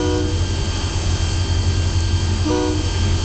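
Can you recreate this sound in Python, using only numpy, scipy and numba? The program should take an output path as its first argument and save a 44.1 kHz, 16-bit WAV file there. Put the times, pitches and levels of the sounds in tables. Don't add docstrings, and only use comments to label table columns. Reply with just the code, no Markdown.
import sys
import numpy as np
from scipy import signal
from scipy.fft import rfft, irfft
from scipy.io import wavfile
from scipy.ndimage import uniform_filter1d
from numba import njit

SR = 44100
rng = np.random.default_rng(int(sys.argv[2]) if len(sys.argv) > 2 else 0)


def master_out(mix):
    frames = np.transpose(np.atleast_2d(mix))
    ceiling = np.clip(frames, -1, 1)
    pcm = np.round(ceiling * 32767).astype(np.int16)
    wavfile.write(sys.argv[1], SR, pcm)


def boost(x):
    u = np.asarray(x, float) / 20
    return 10 ** u


N = 142884

SHAFT_HZ = 11.0076


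def level(x, db):
    return x * boost(db) / np.sqrt(np.mean(x ** 2))


def walk(rate):
    hold = int(SR / rate)
    steps = np.repeat(rng.standard_normal(N // hold + 1), hold)
    return 1.24 * uniform_filter1d(uniform_filter1d(steps, hold), hold)[:N]


def ring(x, hz, width_hz):
    return signal.lfilter(*signal.iirpeak(hz, hz / width_hz, fs=SR), x)


def double_ring(x, hz, width_hz):
    return ring(ring(x, hz, width_hz), hz, width_hz)


def hum(hz, width_hz, db):
    return level(double_ring(rng.standard_normal(N), hz, 1.3 * width_hz), db)


def shaft_tones(orders, levels_db, wander_db, wander_rad, rate):
    turn = 2 * np.pi * SHAFT_HZ * np.arange(N) / SR
    out = np.zeros(N)
    for order, db in zip(orders, levels_db):
        strength = np.sqrt(2) * boost(db + wander_db * walk(rate))
        start_phase = 2 * np.pi * rng.random()
        out += strength * np.sin(order * turn + start_phase + wander_rad * walk(rate))
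    return out


# (time [s], exhaust level [dB],
# generator and fan side level [dB], floor-plate drumming level [dB])
LOAD = [(0, 1., 1., -5.), (.3, 1., 1., -3.5), (.55, 0.5, -1, -1.5), (.75, -2.5, 2.5, -4),
        (.95, -0.5, 0.5, -3.5), (1.15, 0.5, 1, 1), (1.4, 0, 2., -7), (1.6, 1, 0, -2), (1.82, .5, -0.5, 3.5),
        (2.0, 1, 0.5, -5.5), (2.2, .5, 0, 5), (2.42, -1.5, 0.5, 4.5), (2.62, -7, 1, -3),
        (2.8, 1.5, 1.5, -4.5), (2.95, -1, 4, -4.), (3.1, 1.5, 1, 6.5), (3.24, -2, -0.5, -6)]


def load(t):
    time, *levels_db = np.array(LOAD).T
    return [np.interp(t, time, db) for db in levels_db]


# (frequency [Hz], level [dB per Hz])
ROAR_COLOUR = [(22, -11), (60, -2), (170, -15), (600, -20.5), (1300, -25.5), (2100, -28.5), (7000, -28.5),
               (9000, -29.5)]


def roar():
    hz = np.arange(N // 2 + 1) * SR / N + 1e-3
    swell = walk(6)
    colour_hz, colour_db = np.array(ROAR_COLOUR).T
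    noise = rfft(rng.standard_normal(N)) * boost(np.interp(np.log(hz), np.log(colour_hz), colour_db))
    out = np.zeros(N)
    for octave in np.arange(3, 14.5, .5):
        share = np.clip(1 - 2 * abs(np.log2(hz) - octave), 0, 1)
        flicker_db = 1.3 * walk(15) + 0.77 * swell
        out += irfft(noise * share, N) * boost(flicker_db)
    return level(out, -26.5)


# (frequency [Hz], width [Hz], rms level [dB])
PANELS = [(32, 6.7, -35.5), (57.4, 16, -33), (86.4, 9, -34), (136.9, 16, -37.5), (201.8, 30, -40.5),
          (265, 60, -44.5), (392, 33, -43), (900, 110, -44.5), (3140, 300, -42.5), (4326, 39, -49),
          (4385, 30, -46), (4495, 45, -49), (4594, 66, -44), (4766, 80, -45), (5350, 200, -46.5),
          (6320, 340, -48), (7440, 210, -56.5)]


def panels():
    return sum(hum(hz, width_hz, db) * boost(1.5 * walk(4.94)) for hz, width_hz, db in PANELS)


def rattle():
    ticks_per_s, spread_db, ring_hz, width_hz = 900, 3.2, 6900, 3300
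    chance, force = rng.random((N, 2)).T
    ticks = (chance < ticks_per_s / SR) * boost(-spread_db * np.log(force + 1e-9))
    return level(double_ring(ticks, ring_hz, width_hz), -46)


def floor_plate(t, drum_db):
    strength = boost(-35 + drum_db + 1.7 * walk(18))
    return strength * np.sin(2 * np.pi * 212 * t + .9 * walk(14))


WHINE_ORDERS = [78.83, 83.8, 109.15, 112.76, 144, 180, 198, 216, 234, 252, 277, 279, 282, 288, 291, 299,
                300, 378, 432, 440, 441, 576, 720]
WHINE_DB = [-49, -55, -50, -54.5, -45, -57.5, -69.5, -52, -50.5, -48, -56.5, -67, -60, -40, -58.5, -56,
            -55.5, -53.5, -52, -56, -54, -45.5, -57.5]


def whine():
    return shaft_tones(WHINE_ORDERS, WHINE_DB, wander_db=1.96, wander_rad=0.33, rate=12.)


THUD_ORDERS = [1.5, 2, 3, 4, 4.65, 5, 5.5, 6, 7.37, 8, 9, 10, 11, 12, 12.5, 14, 24, 26, 29.92, 34.75, 36]
THUD_DB = [-47.5, -50.5, -53.5, -28, -44, -40, -40.5, -41, -30.5, -21, -29, -39, -47, -39, -42, -52, -44.5,
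           -45.5, -36.5, -51.5, -47.5]


def thud():
    return shaft_tones(THUD_ORDERS, THUD_DB, wander_db=0.82, wander_rad=0.3, rate=4.)


def horn_air(t, start, shut):
    flow = np.clip((t - start) / .03, 0, 1) * np.exp(-np.clip(shut, 0, 9) / .04)
    hiss = level(ring(rng.standard_normal(N), 4200, 3500), -39.5)
    valve = hum(5950, 250, -41.5) * boost(2.5 * walk(15))
    return flow * (hiss + valve)


def squeak(t):
    since = t - 2.495
    swell = np.exp(-.5 * (since / 0.012) ** 2)
    return np.sqrt(2) * boost(-32) * swell * np.sin(2 * np.pi * 1174 * t - 300 * since ** 2)


def field(x):
    t60_s, late_s, top_hz = 1.1, .05, 900
    age = np.arange(SR) / SR
    tail = rng.standard_normal(SR) * boost(-60 * age / t60_s) * np.clip(age / late_s, 0, 1) ** 2
    tail = signal.lfilter(*signal.butter(1, top_hz, fs=SR), tail)
    tail *= boost(-14) / np.sqrt(np.sum(tail ** 2) * SR / 4 / top_hz)
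    return signal.fftconvolve(x, tail)[:N]


def bell(t, start, shut, sharp, voice, harmonics, levels_db, fades):
    hz, late, swell, stops, over = voice
    age = np.clip(t - start - late, 0, 9)
    accent = boost(2.5 * np.exp(-age / .04))
    on = np.clip(age / swell, 0, 1) * np.clip((stops - shut) / .05, 0, 1) * accent
    pitch = hz * (1 + sharp + over * np.exp(-age / .03) - 0.0087 * np.clip(shut, 0, .3))
    phase = 2 * np.pi * (np.cumsum(pitch) / SR + rng.random())
    early_s = .04
    out = np.zeros(N)
    for i, (k, db) in enumerate(zip(harmonics, levels_db)):
        fade = fades[min(i, len(fades) - 1)]
        sag = boost(-10 * (np.clip(shut + early_s, 0, 1) / (fade + early_s)) ** 2)
        if k == 1:
            sag = np.maximum(sag, boost(-11))
        dull = min(k - 1, 2) * .5
        brighten = np.clip(age / (swell + 0.017 * dull), 0, 1) ** (2 * dull)
        strength = boost(db + 0.4 * np.sqrt(k) * walk(25))
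        out += np.sqrt(2) * on * sag * brighten * strength * np.sin(k * phase + k * k)
    return out


# (opens [s], held [s], sharp by [share])
BLASTS = [
    (-.1, .295, -.0017),
    (2.445, .245, .0015),
]
# (pitch [Hz], speaks after [s], swell [s], stops after valve shuts [s], onset sharpness [share])
BELLS = [
    (305.0, 0., .022, .17, .004),
    (369.4, .035, .05, .135, .01),
    (485.1, .043, .02, .22, .003),
]
BELL_HARMONICS = [
    [1, 2, 3, 4, 5, 8, 10, 12, 20],
    [1, 2, 3, 4, 7, 11, 13, 14, 16],
    [1, 2, 3, 4, 6, 8, 9, 11, 12, 13],
]
# (first blast rms level [dB], second blast rms level [dB])
BELL_DB = [
    [(-20, -20), (-38, -36), (-42, -35), (-41, -42), (-45, -46), (-57, -48), (-38, -46), (-53, -53),
     (-52, -52)],
    [(-23.5, -22.5), (-35, -34), (-42, -39), (-58, -55), (-54, -57), (-51, -56), (-52, -53), (-48, -48),
     (-52, -52)],
    [(-23.5, -23.5), (-32, -31), (-37, -38), (-57, -52), (-55, -47), (-49, -43), (-53, -44), (-49, -48),
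     (-48, -47), (-58, -50)],
]
BELL_FADE_S = [
    [.15, .08, .03, .01, .03, .03, .02],
    [.095, .03, .03, .03, .03, .02, .02],
    [.05, .01, .06, .03, .02, .03, .02],
]


def horn(t):
    out = squeak(t)
    for blast, (start, held, sharp) in enumerate(BLASTS):
        shut = t - start - held
        for voice, harmonics, rows, fades in zip(BELLS, BELL_HARMONICS, BELL_DB, BELL_FADE_S):
            levels_db = [row[blast] for row in rows]
            out += bell(t, start, shut, sharp, voice, harmonics, levels_db, fades)
        out += horn_air(t, start, shut)
    return out + field(out)


def scene():
    t = np.arange(N) / SR
    exhaust_db, side_db, drum_db = load(t)
    out = (roar() + panels() + rattle()) * boost(0.41 * side_db)
    out += floor_plate(t, drum_db)
    out += whine() * boost(side_db)
    out += thud() * boost(exhaust_db)
    return (out + horn(t))[None]


@njit
def follow(power, up, down, e):
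    out = np.empty(len(power))
    for i in range(len(power)):
        e += (power[i] - e) * (up if power[i] > e else down)
        out[i] = e
    return out


def gain_control(dry):
    attack_s, release_s, top_db, start_db = 0.12, 0.17, -22, -16.5
    heard = signal.sosfilt(signal.butter(2, 200, "high", fs=SR, output="sos"), dry[0])
    power = uniform_filter1d(heard ** 2, size=800)
    e = follow(power, 1 / (attack_s * SR), 1 / (release_s * SR), 1. * boost(start_db) ** 2)
    return dry * np.minimum(boost(top_db) / np.sqrt(e), 1) ** 0.51


def resample(x):
    rate_hz, pad = 16000, 4410
    roll_hz, roll_db, roll_power = 7325, -37.5, 2.34
    fade = np.hanning(2 * pad)
    before = x[pad:0:-1] * fade[:pad]
    after = x[-2:-pad - 2:-1] * fade[pad:]
    x = np.concatenate([before, x, after])
    spec = rfft(x)
    hz = np.arange(len(x) // 2 + 1) * SR / len(x)
    half = round(rate_hz * len(x) / SR) // 2
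    spec[half:2 * half] = np.conj(spec[half:0:-1])
    over = np.clip((hz - roll_hz) / (9000 - roll_hz), 0, 2)
    return irfft(spec * boost(roll_db * over ** roll_power), len(x))[pad:-pad]


def top_cut(x):
    return signal.sosfilt(signal.butter(12, 9080, fs=SR, output="sos"), x)


def record(dry):
    x = np.tanh(1.371 * gain_control(dry)) / 1.42
    fade_in = np.clip(np.arange(N) / 60, 0, 1)
    x = resample(x[0])[None] * fade_in - .0026
    return top_cut(x)


dry = scene()
out = record(dry)
master_out(out)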